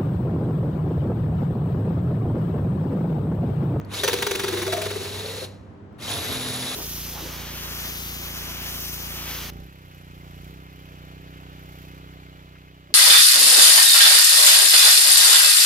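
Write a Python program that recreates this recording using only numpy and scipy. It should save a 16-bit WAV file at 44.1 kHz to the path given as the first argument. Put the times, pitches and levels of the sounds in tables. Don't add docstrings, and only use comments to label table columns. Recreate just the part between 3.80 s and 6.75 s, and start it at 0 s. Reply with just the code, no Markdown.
import sys
import numpy as np
from scipy import signal
from scipy.fft import rfft, irfft, next_fast_len
from scipy.io import wavfile
from scipy.ndimage import uniform_filter1d, map_coordinates

SR = 44100
rng = np.random.default_rng(int(sys.argv[2]) if len(sys.argv) > 2 else 0)


def materialize(psi):
    bounded = np.clip(np.atleast_2d(psi).T, -1, 1)
    quanta = np.round(bounded * 32767).astype(np.int16)
    wavfile.write(sys.argv[1], SR, quanta)


def to_linear_factor(level_db):
    exponent = np.asarray(level_db, float) / 20
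    return 10 ** exponent


N = 130095
TIME = np.arange(N) / SR


def unit(x):
    return x / np.sqrt(np.mean(x ** 2) + 1e-20)


def along(points, hz):
    f, v = np.transpose(points)
    return np.interp(np.log(hz + 1), np.log(f + 1), v)


def curves(rows):
    s, *columns = np.transpose(rows)
    return [np.interp(TIME, s, column) for column in columns]


def wobble(rate):
    knots = rng.standard_normal(int(N * rate / SR) + 4)
    return map_coordinates(knots, [np.arange(N) * rate / SR])


def filtered(x, response):
    m = next_fast_len(N + SR // 2)
    return irfft(rfft(x, m) * response(np.fft.rfftfreq(m, 1 / SR)), m)[..., :N]


def noise(spectrum):
    colour = lambda hz: to_linear_factor(along(spectrum, hz)) * (hz > 20)
    return unit(filtered(rng.standard_normal(N), colour))


def turns(hz):
    return 2 * np.pi * np.cumsum(hz) / SR


def spread(mid, other, alike):
    angle = lambda hz: np.arccos(np.clip(along(alike, hz), -1, 1)) / 2
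    shares = lambda hz: np.array([np.cos(angle(hz)), np.sin(angle(hz))])
    m, s = filtered(np.array([mid, other]), shares)
    return np.array([m + s, m - s])


# t/s, firing f/Hz, level/dB, brightness/dB per order
ENGINE_PACE = [(0, 100.2, -35, -1), (.3, 100.3, -38, -3.5), (.55, 98.83, -56, 12), (.75, 98.9, -33.5, -4.5),
               (1.7, 97.83, -39, -2), (1.95, 99.4, -55.5, 7.5), (2.27, 100, -50, 6), (2.4, 132.7, -46, -6),
               (2.5, 131.5, -46, 3.5), (2.6, 125.1, -40, 0.5), (2.8, 126.5, -42, 3.5),
               (2.95, 126.2, -50, 5)]
# thirds of the firing rate, level/dB
ENGINE_ORDERS = [(2, -19.5), (3, 0.5), (4, -13.5), (5, -10), (6, -8), (9, -19), (12, -25.5)]
PIPE_HZ, PIPE_WIDTH_HZ, PIPE_DB = 248.3, 31, 8.5


def engine():
    hz, db, bright = curves(ENGINE_PACE)
    phase = turns(hz * (1 + 0.0045 * wobble(12))) / 3
    out = np.zeros(N)
    for k, level in ENGINE_ORDERS:
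        pipe = PIPE_DB * np.exp(-((k * hz / 3 - PIPE_HZ) / PIPE_WIDTH_HZ) ** 2)
        tone_db = db + level + bright * (k / 3 - 0.5) + pipe + 0.7 * wobble(13)
        out += to_linear_factor(tone_db) * np.sin(k * phase + k * k)
    return out


# f/Hz, level/dB per Hz
RUMBLE_COLOUR = [(15, -82.5), (25, -38.5), (86, -3.5), (203, -14), (229, -10), (301, -10), (366, -16),
                 (1140, -25), (9000, -60), (11700, -99), (19800, -120)]
# t/s, level/dB
RUMBLE_LEVEL = [(.1, -39.5), (.5, -41.5), (1.7, -45.5), (2.05, -46), (2.2, -43), (2.4, -35.5), (2.6, -40.5),
                (2.95, -43.5)]
# f/Hz, likeness (0-1)
RUMBLE_ALIKE = [(30, .95), (100, 0.76), (300, 0.77), (700, 0.083), (5000, 0.1)]


def rumble():
    pair = spread(noise(RUMBLE_COLOUR), noise(RUMBLE_COLOUR), RUMBLE_ALIKE)
    return to_linear_factor(curves(RUMBLE_LEVEL)[0] + 1.17 * wobble(12)) * pair


# t/s, level/dB, f/Hz
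TICKS = [
    (.013, -48, 6370),
    (0.048, -45, 4460),
    (0.052, -47, 12240),
    (2.129, -61, 12600),
]
TICK_T60_S = 0.012


def trigger():
    out, t = np.zeros(N + SR), np.arange(SR // 20) / SR
    for s, db, hz in TICKS:
        tick = np.sin(2 * np.pi * hz * t) + 0.37 * rng.standard_normal(len(t))
        out[round(s * SR):][:len(t)] += to_linear_factor(db - 60 * t / TICK_T60_S) * tick
    return out[:N]


# t/s, gear whine f/Hz, level/dB, teeth hum level/dB
MOTOR_RUN = [(0, 883.4, -96, -83), (.095, 1050, -44.5, -80), (.14, 2007, -30, -57.5),
             (.205, 3739, -32.5, -38), (.6, 3765, -34.5, -35), (.9, 3796, -34, -32.5),
             (1.2, 4037, -35, -46), (1.5, 4070, -36.5, -40), (1.65, 4000, -37, -62.5),
             (1.7, 3542, -73, -87), (2.17, 894.4, -87, -97), (2.185, 1195, -46.5, -73),
             (2.225, 2139, -37, -64), (2.31, 3450, -30, -50), (2.4, 3810, -31.5, -39),
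             (2.52, 3774, -31, -50.5), (2.6, 3650, -32, -44.5), (2.95, 3678, -32, -54.5)]
# multiple of the whine, level/dB, unsteadiness (share), flutter/dB
GEAR_WHINE = [(1, -8.5, .065, 5), (2, -21, 0.02, 5), (3, -25, 0.008, 3.5)]
# multiple of the whine, level/dB
SPIN_UP_TONES = [(1, -8), (2, -9), (3, -15)]
# f/Hz, level/dB per Hz
FAN_HISS = [(150, -11.5), (500, -3), (1500, -7.5), (3100, -6), (3850, -0.5), (4800, -8), (12500, -13.5),
            (15500, -22.5)]
# f/Hz, width/Hz, level/dB
VENT_WHISTLE = [(13160, 510, 11.5)]
FULL_SPEED_HZ, BRIGHT_HZ = 3600, 2200
FULL_PULL_HZ_S = 20110
TOP_WHINE_DB, SECOND_START_S = 16.5, 2.1
SWING_SHARE, SWING_DB = 0.0043, 0.5


def motor():
    hz, db, _ = curves(MOTOR_RUN)
    slow = np.clip(1 - hz / FULL_SPEED_HZ, 0, 1)
    top_db = TOP_WHINE_DB * (TIME > SECOND_START_S) - 40 * slow
    whine = np.zeros(N)
    for k, level, rough, flutter_db in GEAR_WHINE:
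        tone_db = level + top_db * (k > 2.5) - 20 * slow + flutter_db * wobble(150)
        whine += to_linear_factor(tone_db) * np.sin(k * turns(hz * (1 + rough * wobble(250))))

    speed_gain = uniform_filter1d(np.gradient(hz) * SR, size=1000)
    pull = np.clip(speed_gain / FULL_PULL_HZ_S, 0, 1)
    for k, level in SPIN_UP_TONES:
        tone_db = level + along(FAN_HISS, k * hz) + 6.2 * wobble(80)
        whine += pull * to_linear_factor(tone_db) * np.sin(k * turns(hz * (1 + 0.019 * wobble(90))))

    vent = lambda f: to_linear_factor(sum(top * np.exp(-((f - c) / w) ** 2) for c, w, top in VENT_WHISTLE))
    hiss = filtered(noise(FAN_HISS), vent)
    dull = uniform_filter1d(hiss, size=12)
    hiss = dull + (hiss - dull) * np.clip(hz / BRIGHT_HZ, 0, 1) ** 2
    swing = SWING_DB * np.sin(turns(hz * SWING_SHARE)) + 0.79 * wobble(29.77) + 0.19 * wobble(400)
    return to_linear_factor(db + swing) * (hiss + whine)


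# t/s,
# level/dB, f/Hz, t60/s
KNOCKS = [(.197, -17.5, 3695, .06), (.233, -21, 602, .05), (.236, -23.5, 538, 0.15),
          (.278, -15.5, 478, 0.1), (.278, -19, 915, 0.08), (.88, -25, 635, 0.098),
          (.927, -14.5, 654, 0.098), (.933, -18, 700, 0.11), (.975, -20.5, 630, 0.11),
          (1.025, -25, 636, 0.14), (1.44, -30.5, 558.5, .08), (1.482, -29.5, 525, 0.096),
          (1.53, -31, 503.3, 0.14), (1.575, -30, 507, 0.077), (1.616, -24.5, 519.3, .1),
          (1.618, -30.5, 383.5, 0.13), (1.62, -32, 623, 0.084)]


def knocks():
    out, t = np.zeros(N + SR), np.arange(SR // 5) / SR
    for s, db, hz, t60 in KNOCKS:
        swell = np.clip(t / 0.00656, 0, 1)
        out[round(s * SR):][:len(t)] += to_linear_factor(db - 60 * t / t60) * swell * np.sin(2 * np.pi * hz * t)
    return out[:N] * to_linear_factor(1.4 * wobble(72))


# t/s, rasp level/dB,
# board level/dB, board f/Hz, length/s
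SAW_BITES = [(0.233, -14, -23.5, 420.3, 0.016), (0.276, -13, -28, 410.5, 0.012),
             (.293, -20.5, -41, 419.4, 0.0048), (0.329, -16.5, -26.5, 398.6, 0.013),
             (0.384, -23.5, -27, 366.6, 0.006), (0.421, -14, -32, 403.4, 0.01),
             (0.465, -13.5, -25, 403.6, 0.0081), (0.509, -16, -27.5, 382.5, 0.0089),
             (0.55, -17, -28, 374.3, 0.0099), (.593, -17.5, -29, 392.2, 0.011),
             (0.634, -19, -28, 375, 0.015), (0.679, -19.5, -26.5, 384.4, 0.011),
             (0.723, -23.5, -29.5, 369, 0.024), (0.766, -25.5, -32.5, 367.4, 0.036),
             (0.816, -21.5, -33.5, 357, 0.019),
             (0.864, -22.5, -29.5, 369, 0.019), (0.922, -18, -33, 378.7, 0.017),
                (0.965, -23, -30, 389.1, 0.013), (1.015, -20, -29, 401.8, 0.0091),
                (1.057, -24.5, -27, 406, 0.013), (1.104, -25, -28, 409.5, 0.012),
                (1.156, -29.5, -27, 409, 0.012), (1.2026, -30.5, -32, 407, 0.011),
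                (1.247, -29, -35, 400, 0.011), (1.3, -39.5, -43.5, 400, 0.017),
                (1.345, -40.5, -39.5, 405, 0.016), (1.392, -48, -39, 410, 0.019),
                (1.441, -40.5, -39, 418, 0.017), (1.487, -41, -45.5, 429, 0.019),
                (1.531, -43, -46, 436.4, 0.022), (1.572, -43.5, -40, 440, 0.013),
                (2.442, -29.5, -52, 424, 0.024), (2.511, -30, -37, 427.3, 0.017),
                (2.693, -36, -41.5, 432, 0.018)]
BITE_RISE_S, BITE_FALL_S, RASP_DB = .0022, .0035, -8
DRUM_RISE_S, DRUM_T60_S, DRUM_DB = .011, 0.056, 3
GLIDE, GLIDE_S = 0.11, .03
TEETH_ROUGH = 0.028


def bites():
    all_bites = SAW_BITES
    rasp, drum, climb = np.zeros((3, N + SR))
    t = np.arange(SR // 8) / SR
    for s, db, board_db, _, hold in all_bites:
        start = round(s * SR)
        late = np.maximum(t - hold, 0)
        climb[start:][:len(t)] = np.clip(t / GLIDE_S, 0, 1) - .5
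        rasp[start:][:len(t)] += to_linear_factor(db + RASP_DB) * np.clip(t / BITE_RISE_S, 0, 1) * np.exp(-late / BITE_FALL_S)
        drum[start:][:len(t)] += to_linear_factor(board_db + DRUM_DB - 60 * late / DRUM_T60_S) * np.clip(t / DRUM_RISE_S, 0, 1)
    glide = GLIDE * uniform_filter1d(climb[:N], size=300)
    teeth = turns(curves(all_bites)[2] * (1 + glide + TEETH_ROUGH * wobble(100)))
    return rasp[:N], drum[:N], teeth


# f/Hz, width/Hz, level/dB
CUP_TONES = [(915, 34, -0.5), (1678, 104, -5.5), (2053, 90, -23.5), (3490, 220, -2), (4700, 79, -2.5),
             (5780, 170, -5.5), (6070, 160, -3), (7960, 125, -26.5), (10800, 1200, -24), (14800, 250, -7.5)]
CUP_DB, CUP_FADES_DB_S = -0.5, 8


def ring_cup(gate):
    def cup(f):
        total = 0
        for k, (c, w, db) in enumerate(CUP_TONES):
            total = total + (-1) ** k * to_linear_factor(db) * 1j * f * w / (c * c - f * f + 1j * f * w)
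        return total

    white = rng.standard_normal(N)
    ring = filtered(white * gate, cup) / np.std(filtered(white, cup))
    return to_linear_factor(CUP_DB - CUP_FADES_DB_S * TIME) * ring


BOARD_UPPER_HZ, UPPER_DB, UPPER_FADES_DB_S = 486.5, -2, 5.5


def drum_board(drum, teeth):
    low_level = (drum + to_linear_factor(curves(MOTOR_RUN)[2])) * to_linear_factor(1.46 * wobble(110))
    upper_level = drum * to_linear_factor(UPPER_DB - UPPER_FADES_DB_S * TIME + 4.8 * wobble(60))
    upper = np.sin(turns(BOARD_UPPER_HZ * (1 + TEETH_ROUGH * wobble(100))))
    return low_level * np.sin(teeth) + upper_level * upper


# f/Hz, level/dB per Hz
RASP_COLOUR = [(250, -10), (1000, -2), (1700, 1), (3500, -5), (6000, -11.5), (9000, -8.5), (13500, -16.5),
               (15800, -12)]
GATE = 0.98


def saw():
    rasp, drum, teeth = bites()
    gate = unit(to_linear_factor(GATE * (np.sin(teeth) + wobble(500)))) * rasp
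    return gate * noise(RASP_COLOUR) + ring_cup(gate) + drum_board(drum, teeth)


# f/Hz, t60/s
ECHO_T60 = [(200, 1), (900, .9), (2000, 0.75), (3900, .42), (6500, .55), (10000, 0.35)]


def echo(x):
    hz, t, z = signal.stft(rng.standard_normal((2, SR)), SR, nperseg=256)
    fade = to_linear_factor(-60 * t / along(ECHO_T60, hz)[:, None])
    tail = signal.istft(z * fade, SR, nperseg=256)[1]
    late = np.pad(x, (400, 0))[None]
    return signal.fftconvolve(late, tail / np.linalg.norm(tail[0]), axes=1)[:, :N]


# f/Hz, likeness (0-1)
DRILL_ALIKE = [(60, .95), (300, .9), (700, .68), (1500, .78), (3000, .78), (6000, .72), (7600, .9),
               (8700, .98), (10800, .99), (13500, .996), (15500, .99)]
ECHO_DB = -12


def scene():
    tool = motor() + saw() + knocks() + trigger()
    z = signal.stft(tool, nperseg=256)[2]
    shuffled = z * np.exp(2j * np.pi * rng.random(z.shape))
    twin = unit(signal.istft(shuffled, nperseg=256)[1][:N]) * np.std(tool)
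    tail = to_linear_factor(ECHO_DB) * spread(*echo(tool), DRILL_ALIKE)
    return spread(tool, twin, DRILL_ALIKE) + tail + rumble() + engine()


def band_limit(x):
    return signal.sosfilt(signal.butter(12, 15780, fs=SR, output="sos"), x)


# f/Hz, left ahead by/radians
PORT_LEAD = [(0, 0), (2000, .1), (3200, 1.4), (4500, 1.2), (6200, -.6), (6700, 0), (7300, -2), (8200, -3),
             (9000, -3.3), (10100, -6.1), (11500, -6.4), (12900, -9.25), (14200, -9.55), (14600, -12.2),
             (15500, -12.7)]
# f/Hz, left over right level/dB
PORT_LEAN = [(60, -2), (200, -3), (380, 2), (700, 2), (1500, 2), (3000, 0.8), (6000, -2.5), (8000, 6.5),
             (11000, -3), (14000, 1.5)]
TOP_HZ = 15790


def record(dry):
    f, radians = np.transpose(PORT_LEAD)
    half = lambda hz: to_linear_factor(along(PORT_LEAN, hz) / 2) * np.exp(.5j * np.interp(hz, f, radians))
    ports = lambda hz: np.array([half(hz), 1 / half(hz)]) * (hz < TOP_HZ)
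    return band_limit(filtered(dry, ports))


dry = scene()
out = record(dry)
materialize(out)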